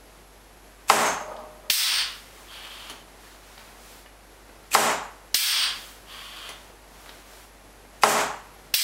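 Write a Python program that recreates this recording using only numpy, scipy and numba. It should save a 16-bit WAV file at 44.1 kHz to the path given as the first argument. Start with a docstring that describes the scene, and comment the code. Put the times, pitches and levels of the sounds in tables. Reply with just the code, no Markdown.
"""Workshop, one microphone. Three times a valve snaps open, air rushes into a pneumatic cylinder and the piston slams
its end cap; the port whistles as the barrel fills, and the first time the barrel chatters in its bracket.
The valve then dumps the air with a pop and a fading jet, and after the first two exhausts a hand draws the barrel out.
A sleeve rubs close by and small parts knock between strokes; a motor hum, a thin whine and workshop air run throughout.
The recorder's limiter flattens each blast and lets the room swell up behind it."""
import sys
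import numpy as np
from scipy import signal
from scipy.fft import rfft, irfft, next_fast_len
from scipy.io import wavfile
from scipy.ndimage import map_coordinates
from numba import njit

SR = 44100
rng = np.random.default_rng(int(sys.argv[2]) if len(sys.argv) > 2 else 0)


def store_wav(level_fs):
    """Save 16-bit WAV to argv[1]."""
    pcm = np.round(np.clip(np.atleast_2d(level_fs), -1, 1) * 32767)
    wavfile.write(sys.argv[1], SR, pcm.T.astype(np.int16))


N = 389455
TIME = np.arange(N) / SR

# All levels below are relative source levels, ahead of the limiter.
# Power strokes: (slam time [s], slam level [dB], frame ring level [dB], valve snap time [s],
# inrush level [dB], inrush full time [s], inrush end time [s], whistle level [dB])
POWER_STROKES = [(0.8993, -2.5, -15, 0.883, -10, 0.91, 1.08, -30),
                 (4.7493, -5.5, -18, 4.7155, -10.5, 4.750, 4.89, -38),
                 (8.0349, -3.5, -12.5, 8.022, -10.5, 8.077, 8.177, -38)]
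# Room's answer to piston on end cap: (frequency [Hz], level [dB])
THUD_SPECTRUM = [(40, -55), (90, -23), (140, -13.5), (300, -7.5), (500, -2.5), (680, -0.5), (1050, -2.5),
                 (1400, -6.5), (2000, -9.5), (2800, -13.5), (4000, -20.5), (7000, -16.5), (11000, -18),
                 (15500, -46)]
# Short, dead modes of the end cap: (frequency [Hz], level [dB], T60 [s])
CAP_MODES = [(463, -21.5, 0.067), (798, -5.5, 0.034), (1130, 2, 0.0099), (1373, -5.5, 0.024),
             (2066, -4, 0.0089), (4210, -35, 0.0031), (4880, -7, 0.011)]
# Modes of barrel and mount: (frequency [Hz], level [dB])
FRAME_MODES = [(140, -15.5), (222, -8), (421, 2.5), (612, 0.5), (659, 0.5), (722, -4), (799, 2), (852, -2),
               (897, -13), (1028, -10), (1093, -1), (1275, 2)]
# Air rushing into the barrel: (frequency [Hz], level [dB])
INRUSH_SPECTRUM = [(60, -58), (300, -8), (1500, -3), (2600, -3), (3800, -5), (6000, -3.5), (8000, -1.5),
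                   (10500, -6.5), (12800, -8), (15500, -13)]
# Edge tones of the filling port: (multiple of the lowest tone [ratio], level [dB])
WHISTLE_TONES = [(1, -46), (1.009, -47), (1.072, -50), (1.189, -55)]
# Lowest whistle tone of each stroke: (frequency [Hz])
WHISTLE_PITCHES = [6350, 6900, 6430]
# Mount chattering as the barrel swings out: (time [s], level [dB])
CHATTER_KNOCKS = [(1.21, -33), (1.278, -34.5), (1.315, -33), (1.388, -37), (1.435, -39.5), (1.548, -45),
                  (1.635, -42.5)]
# Ringing bracket: (frequency [Hz], level [dB], T60 [s])
BRACKET_MODES = [(231.7, -15.5, 0.24), (614.4, -4, 0.69), (647, -18, 0.34), (888, -19, .3), (1110, -21, .3),
                 (1244, -11, 0.3)]
# Exhausts: (time [s], pop level [dB], hiss level [dB], time until the barrel is empty [s])
EXHAUST_EVENTS = [(1.698, -8.5, -9.5, .30), (5.342, -8.5, -8.5, .30), (8.7380, -10.5, -6, .30)]
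# Pop of the opening exhaust: (frequency [Hz], level [dB])
POP_SPECTRUM = [(60, -8.5), (300, -5), (1200, -3.5), (2200, 7.5), (5000, 10), (7000, -1.5), (15000, -8.5)]
# Exhaust jet at full pressure: (frequency [Hz], level [dB])
JET_SPECTRUM = [(200, -50), (700, -35), (1000, -22), (1600, -12.5), (2300, -6), (3300, -4), (5200, -0.5),
                (7000, -10.5), (8400, -3.5), (10200, -9.5), (13000, -6.5), (15500, -5)]
# Exhaust when nearly empty: (frequency [Hz], level [dB])
SPENT_SPECTRUM = [(60, -27), (500, -23.5), (850, -11), (1200, -5), (2200, -3), (3200, 5), (3900, -0.5),
                  (4600, 3.5), (5400, -2.5), (6600, -16), (8000, -11.5), (10500, -26.5), (14500, -35),
                  (15600, -2)]
# High resonances of the exhaust hose: (frequency [Hz], width [Hz], level [dB])
HOSE_PEAKS = [(8780, 570, 16), (13350, 890, 24)]
# Barrel drawn out by hand: (start time [s], end time [s], suction level [dB])
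HAND_DRAWS = [(2.447, 2.916, -45), (6.046, 6.513, -43)]
# Air drawn through the port: (frequency [Hz], level [dB])
PORT_SPECTRUM = [(290, -45), (500, -22), (628, -8), (896, -8), (1110, -3), (2290, -6), (3000, -3),
                 (5860, -14.5), (11000, -15), (15000, -21)]
# Resonances of the port: (frequency [Hz], width [Hz], level [dB])
PORT_RESONANCES = [(1070, 230, 5), (3230, 880, 8), (4600, 490, 6.5)]
# Piston touching its outer stop: (time [s], level [dB])
STOP_TOUCHES = [(2.897, -33), (6.490, -33.5)]
# Tap on the outer stop: (frequency [Hz], level [dB])
STOP_SPECTRUM = [(100, -10), (300, 2.5), (1200, 1.5), (3200, 2.5), (5000, -4), (6300, -1.5), (8500, -13),
                 (10200, 1.5), (11200, -10), (12800, -11), (15500, -17)]
# Mount taking up the stop: (frequency [Hz], level [dB])
THUMP_SPECTRUM = [(100, -23), (230, 0), (500, -5), (1200, -5), (3000, -30)]
# Light knocks of pivot and valve handle: (time [s], level [dB], treble edge [Hz])
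LIGHT_KNOCKS = [(1.365, -44, 6000), (3.578, -41.5, 6000), (3.592, -46, 4000), (3.677, -47, 2500),
                (4.06, -43, 2800), (4.491, -44, 2000), (6.70, -43, 500), (7.06, -43, 2500),
                (7.092, -36, 5000), (7.85, -45.5, 1500)]
# Colour of a knock: (frequency [Hz], level [dB])
KNOCK_SPECTRUM = [(60, -24), (300, 5), (900, 4.5), (5000, 1.5), (6500, -16), (15000, -24)]
# Jacket sleeve as the arm reaches, pulls and lets go:
# (time of full speed [s], length [s], folds level [dB], smooth face level [dB])
SLEEVE_SWEEPS = [(2.414, .25, -51.5, -55), (2.83, 0.56, -51, -56), (3.274, 0.24, -50.5, -56),
                 (3.58, 0.56, -51.5, -55.5), (3.917, 0.3, -52, -50.5), (5.844, 0.34, -53, -48),
                 (6.25, 0.24, -64, -61), (6.603, 0.31, -53, -57), (7.08, 0.47, -52.5, -54.5),
                 (7.377, 0.28, -51.5, -52)]
# Rubbing folds of the sleeve: (frequency [Hz], level [dB])
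FOLDS_SPECTRUM = [(60, -18), (300, -13), (1000, 4), (3000, -0.5), (6000, -8), (15500, -28)]
# Smooth face of the sleeve: (frequency [Hz], level [dB])
SWISH_SPECTRUM = [(1000, -26), (4000, 0.5), (8000, 0), (15500, -4.5)]
# Decay of the workshop: (frequency [Hz], T60 [s])
ROOM_DECAY = [(100, 0.71), (400, 0.37), (1000, 0.59), (3000, 0.48), (7000, 0.39), (15000, 0.12)]
# Steady hum of the motor: (frequency [Hz], level [dB])
HUM_TONES = [(48.4, -55.5), (99, -70)]
# Skirt of the high whine: (frequency [Hz], level [dB])
WHINE_SKIRT = [(9000, -60), (10300, -22), (10650, -17), (11100, -14), (11250, -21), (11600, -23),
               (12200, -60)]
# Line of the high whine: (frequency [Hz], width [Hz], level [dB])
WHINE_PEAK = [(11283, 70, 18)]
# Workshop air: (frequency [Hz], level [dB])
AIR_SPECTRUM = [(15, -16), (25, -2), (100, -2), (250, 1), (450, 1.5), (750, 1.5), (1100, -2.5),
                (2000, -5.5), (3000, -10), (6000, -13), (10000, -16), (12500, -18), (15500, -24.5)]


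def amp(db):
    """Decibels to gain."""
    return 10 ** (np.asarray(db) / 20)


def unit(x):
    """Scales to rms 1."""
    return x / np.sqrt(np.mean(x ** 2) + 1e-20)


def read(points, hz):
    """Reads a spectrum on a log-frequency axis."""
    f, value = np.transpose(points)
    return np.interp(np.log(hz + 1), np.log(f + 1), value)


def colour(x, points, peaks=()):
    """Filters by a spectrum and resonances (Hz, width, dB), keeping the power of a white input."""
    size = next_fast_len(N, True)
    hz = np.fft.rfftfreq(size, 1 / SR)
    db = read(points, hz)
    for f, width, height in peaks:
        db = db + height / (1 + (2 * (hz - f) / width) ** 2)
    return irfft(rfft(x, size) * unit(amp(db)), size)[:N]


def noise(points, peaks=()):
    """Noise of rms 1 with a given spectrum and resonances."""
    return unit(colour(rng.standard_normal(N), points, peaks))


def drift(per_s):
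    """Random wander of rms about 1 that forgets its value at the given rate."""
    knots = np.linspace(0, TIME[-1], 4000)
    memory = np.exp(-per_s * knots[1])
    wander = signal.lfilter([1], [1, -memory], rng.standard_normal(len(knots)))
    return np.interp(TIME, knots, unit(wander))


def burst(s, rise, t60):
    """Envelope that starts to rise at s and then dies away."""
    age = np.maximum(TIME - s, 0)
    decay = np.log(1000) * np.maximum(age - rise, 0) / t60
    return np.minimum(age / rise, 1) * np.exp(-np.minimum(decay, 20))


def ring(blows, modes, rise=0.0006):
    """Each blow (s, dB) sets decaying sine modes (Hz, dB, t60) ringing."""
    t = np.arange(SR) / SR
    out = np.zeros(N + SR)
    tone = np.zeros(SR)
    for k, (f, db, t60) in enumerate(modes):
        # neighbouring modes start in opposite polarity
        tone += (-1) ** k * amp(db - 60 * t / t60) * np.sin(2 * np.pi * f * t)
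    for s, db in blows:
        out[round(s * SR):][:SR] += amp(db) * tone * np.minimum(t / rise, 1)
    return out[:N]


def room(x, build=0.0062, build_cycles=14):
    """Diffuse workshop tail of energy 1: each band dies at its own speed, and the bass is slow to build up."""
    hz, t, z = signal.stft(rng.standard_normal(SR), SR, nperseg=256)
    rising = np.minimum(t / (build + build_cycles / (hz[:, None] + 30)), 1)
    dying = amp(-60 * t / read(ROOM_DECAY, hz)[:, None])
    tail = signal.istft(z * rising * dying, SR, nperseg=256)[1]
    return signal.fftconvolve(x, tail / np.linalg.norm(tail))[:N]


def slams(cap_db=9, rebound_s=0.00373, rebound_db=15, crack_db=-4, room_db=29, ring_t60=0.45):
    """The piston cracks against the end cap and lands again more dully; frame and room ring on."""
    blows = [(s, db) for s, db, *_ in POWER_STROKES]
    first = signal.lfilter(*signal.butter(2, 350, "high", fs=SR), ring(blows, CAP_MODES))
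    dulled = signal.lfilter(*signal.butter(1, 1200, fs=SR), first)
    second = np.interp(TIME - rebound_s, TIME, dulled)
    crack_noise = noise([(200, -35), (1500, 11.5), (5000, -3), (11000, -5.5), (15500, -34)])
    crack = sum(amp(db) * burst(s, 0.00024, 0.041) for s, db in blows) * crack_noise
    direct = amp(cap_db) * first + amp(rebound_db) * second + amp(crack_db) * crack
    # barrel and mount ring on much longer than the cap
    frame_blows = [(s, ring_db) for s, _, ring_db, *_ in POWER_STROKES]
    frame = ring(frame_blows, [(f, db, ring_t60) for f, db in FRAME_MODES], rise=0.0058)
    clicks = np.zeros(N)
    for s, db in blows:
        clicks[round(s * SR)] = amp(db)
    return direct + frame + amp(room_db) * room(colour(clicks, THUD_SPECTRUM))


def inrush(snap_db=-33, swell_db=28, fall_db_per_s=95, room_db=-4, flutter_db=3.5, onset_offset=.012):
    """The valve snaps open, the flow swells, then fades as the barrel fills and the port starts to whistle."""
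    valve_s, settle_s = 0.011, .1  # valve opening, settling of the filled barrel
    gap_open, gap_filled, gap_left = 0.79, .22, 0.056  # pressure across the port [share of supply]
    lead_s, whistle_rise_s, whistle_t60, offset_decay_s = .03, 0.016, 0.46, 0.01205
    flow, snap, edge, lowest_hz = np.zeros((4, N))
    for (*_, opens, db, full, ends, whistle_db), whistle_hz in zip(POWER_STROKES, WHISTLE_PITCHES):
        shape_db = np.interp(TIME, [opens, full, full + 1], [-swell_db, 0, -fall_db_per_s])
        gap_times = [opens - valve_s, opens, ends, ends + settle_s]
        pressure_gap = np.interp(TIME, gap_times, [0, gap_open, gap_filled, gap_left])
        flow += amp(db + shape_db) * pressure_gap
        snap += burst(opens, 0.00037, 0.21)
        # the whistle starts just before the barrel is full and holds a nearly steady pitch
        starts = ends - lead_s
        edge += amp(whistle_db) * burst(starts, whistle_rise_s, whistle_t60)
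        offset = onset_offset * np.exp(-np.maximum(TIME - starts, 0) / offset_decay_s)
        lowest_hz = np.where(TIME > opens, whistle_hz * (1 + offset), lowest_hz)
    valve = noise([(100, -45), (800, -9), (2500, -5), (10000, -3), (15000, -12)],
                  [(2520, 460, 21), (6370, 400, 9.0), (7700, 400, 8.5)])
    rush = noise(INRUSH_SPECTRUM, [(7600, 970, 3), (12500, 820, 3.7)])
    air = flow * rush * amp(flutter_db * drift(92)) + amp(snap_db) * snap * valve
    tones = np.zeros(N)
    for multiple, db in WHISTLE_TONES:
        hz = multiple * lowest_hz * (1 + 0.00213 * drift(137))
        tones += amp(db + 3.5 * drift(99.6)) * np.sin(2 * np.pi * np.cumsum(hz) / SR)
    return air + amp(room_db) * room(air) + edge * unit(tones)


def chatter(rattle_db=-3, room_db=0):
    """The swinging barrel knocks about in its bracket: ringing modes and short noise bursts."""
    knocks = sum(amp(db) * burst(s, 0.0014, 0.098) for s, db in CHATTER_KNOCKS)
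    rattle_noise = noise([(60, -40), (200, -9), (450, 2.0), (620, 4.5),
                          (900, 5), (1280, 0.0), (1700, -14), (6000, -29)])
    rattle = amp(rattle_db) * knocks * rattle_noise
    return ring(CHATTER_KNOCKS, BRACKET_MODES) + rattle + amp(room_db) * room(rattle)


def exhausts(fall_db_per_s=50, opening=0.013, shut_t60=0.064, mellow_s=.14, glide=.08, room_db=-1,
             flutter_db=1.3, bleed_db=-31, bleed_t60=1.5):
    """A pop, then a jet that weakens with pressure and gives way to hose resonances; the last air bleeds off."""
    pop, jet, spent, bleed, sharp = np.zeros((5, N))
    for s, pop_db, db, lasts in EXHAUST_EVENTS:
        age = np.maximum(TIME - s, 0)
        shut_db = 60 * np.clip(age - lasts, 0, 1) / shut_t60
        flow = amp(db - fall_db_per_s * age - shut_db) * np.minimum(age / opening, 1)
        pressure = np.exp(-(age / mellow_s) ** 2) * (TIME > s)
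        pop += amp(pop_db) * burst(s, 0.0034, 0.1) ** 2
        # crossfade at equal power
        jet += flow * np.sqrt(pressure)
        spent += flow * np.sqrt(1 - pressure)
        sharp += glide * np.sqrt(pressure)
        bleed += amp(bleed_db) * burst(s, 0.035, bleed_t60)
    # the expanding air cools, so the hose resonances sink: the noise is read ever more slowly
    hose = map_coordinates(noise(SPENT_SPECTRUM, HOSE_PEAKS), [np.cumsum(1 + sharp)], order=3, mode="wrap")
    air = (jet * noise(JET_SPECTRUM) + spent * hose) * amp(flutter_db * drift(113))
    last_air = bleed * noise([(200, -19.5), (1500, 4), (4500, -2.5), (9000, -4), (15500, -9)])
    return pop * noise(POP_SPECTRUM) + air + amp(room_db) * room(air) + last_air


def suction(rasp_db=1.35, rasp_per_s=400, unsteady_db=.9, unsteady_per_s=30, rise_s=.08, t60=0.11):
    """Air is sucked through the port while the hand pulls; the seal rasps along the bore."""
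    flow = np.zeros(N)
    for start, end, db in HAND_DRAWS:
        # the hand gets up to speed; the suction dies away once the barrel stops
        speed = np.clip((TIME - start) / rise_s, 0, 1)
        flow += amp(db) * speed * amp(-60 * np.clip(TIME - end, 0, 1) / t60)
    wander_db = rasp_db * drift(rasp_per_s) + unsteady_db * drift(unsteady_per_s)
    return flow * noise(PORT_SPECTRUM, PORT_RESONANCES) * amp(wander_db)


def taps(stop_t60=0.062, knock_t60=0.044, rise_s=0.00077, thump_db=-10, thump_rise_s=0.015, thump_t60=.2):
    """The piston touches its outer stop and the mount thumps more slowly; pivot and valve handle knock lightly."""
    touch = sum(amp(db) * burst(s, rise_s, stop_t60) for s, db in STOP_TOUCHES)
    thump = sum(amp(db + thump_db) * burst(s, thump_rise_s, thump_t60) for s, db in STOP_TOUCHES)
    out = noise(STOP_SPECTRUM) * touch + noise(THUMP_SPECTRUM) * thump
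    knock = noise(KNOCK_SPECTRUM)
    for s, db, edge_hz in LIGHT_KNOCKS:
        softened = signal.lfilter(*signal.butter(2, min(edge_hz, SR / 3), fs=SR), knock)
        out += amp(db) * burst(s, rise_s, knock_t60) * unit(softened)
    return out


def sweep(s, length, ease=0.97):
    """Envelope of one arm movement: a half sine to the power ease that speeds up, peaks at s and slows down."""
    return np.maximum(np.cos(np.pi * np.clip((TIME - s) / length, -1, 1)), 0) ** ease


def sleeve(folds_db=-2, swish_db=-1, crumple_db=0.1, crumple_per_s=120):
    """With each sweep of the arm the folds rub unevenly and the smooth cloth swishes."""
    rub = sum(amp(folds_db + db) * sweep(s, length) for s, length, db, _ in SLEEVE_SWEEPS)
    swish = sum(amp(swish_db + db) * sweep(s, length) for s, length, _, db in SLEEVE_SWEEPS)
    folds = rub * noise(FOLDS_SPECTRUM) * amp(crumple_db * drift(crumple_per_s))
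    return folds + swish * noise(SWISH_SPECTRUM)


def handling(room_db=-5):
    """The quiet work between strokes: suction and taps with their room sound, and the sleeve close by, dry."""
    work = suction() + taps()
    return work + amp(room_db) * room(work) + sleeve()


def background(whine_db=-66.5, air_db=-51.5):
    """Workshop air, a motor's hum of wandering sines, and a thin high whine with a fuzzy skirt below it."""
    hum = np.zeros(N)
    for f, db in HUM_TONES:
        wandering_hz = f + 0.29 * drift(5.6)
        hum += amp(db) * np.sqrt(2) * np.sin(2 * np.pi * np.cumsum(wandering_hz) / SR)
    whine = amp(whine_db) * noise(WHINE_SKIRT, WHINE_PEAK)
    air = amp(air_db) * noise(AIR_SPECTRUM) * amp(0.73 * drift(11.0))
    return hum + whine + air


def scene():
    """Everything at one microphone."""
    return (slams() + inrush() + chatter() + exhausts() + handling() + background())[None]


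@njit
def follow(over_db, attack, release):
    """Gain reduction that climbs quickly to each excess and sinks back steadily."""
    out, held = np.zeros(len(over_db)), 0.
    for i in range(len(over_db)):
        if over_db[i] > held:
            held = held + attack * (over_db[i] - held)
        else:
            held = max(held - release, 0.)
        out[i] = held
    return out


def record(dry, limit_db=-17.0, attack_s=0.0034, release_db_per_s=170, treble_weight=1.003,
           ceiling=.72, edge_hz=15780):
    """A limiter, keener on treble, that lets the first milliseconds through to clip; then the band limit."""
    x = dry[0]
    # the sample-to-sample difference grows with frequency
    sensed = np.hypot(x, treble_weight * np.diff(x, prepend=0))
    over_db = 20 * np.log10(sensed + 1e-9) - limit_db
    cut_db = follow(over_db, 1 / (attack_s * SR), release_db_per_s / SR)
    held = x * amp(-cut_db)
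    clipped = held / (1 + (held / ceiling) ** 4) ** .25
    lowpass = signal.firwin(511, edge_hz, window=("kaiser", 9), fs=SR)
    return signal.oaconvolve(clipped, lowpass, "same")[None]


dry = scene()
out = record(dry)
store_wav(out)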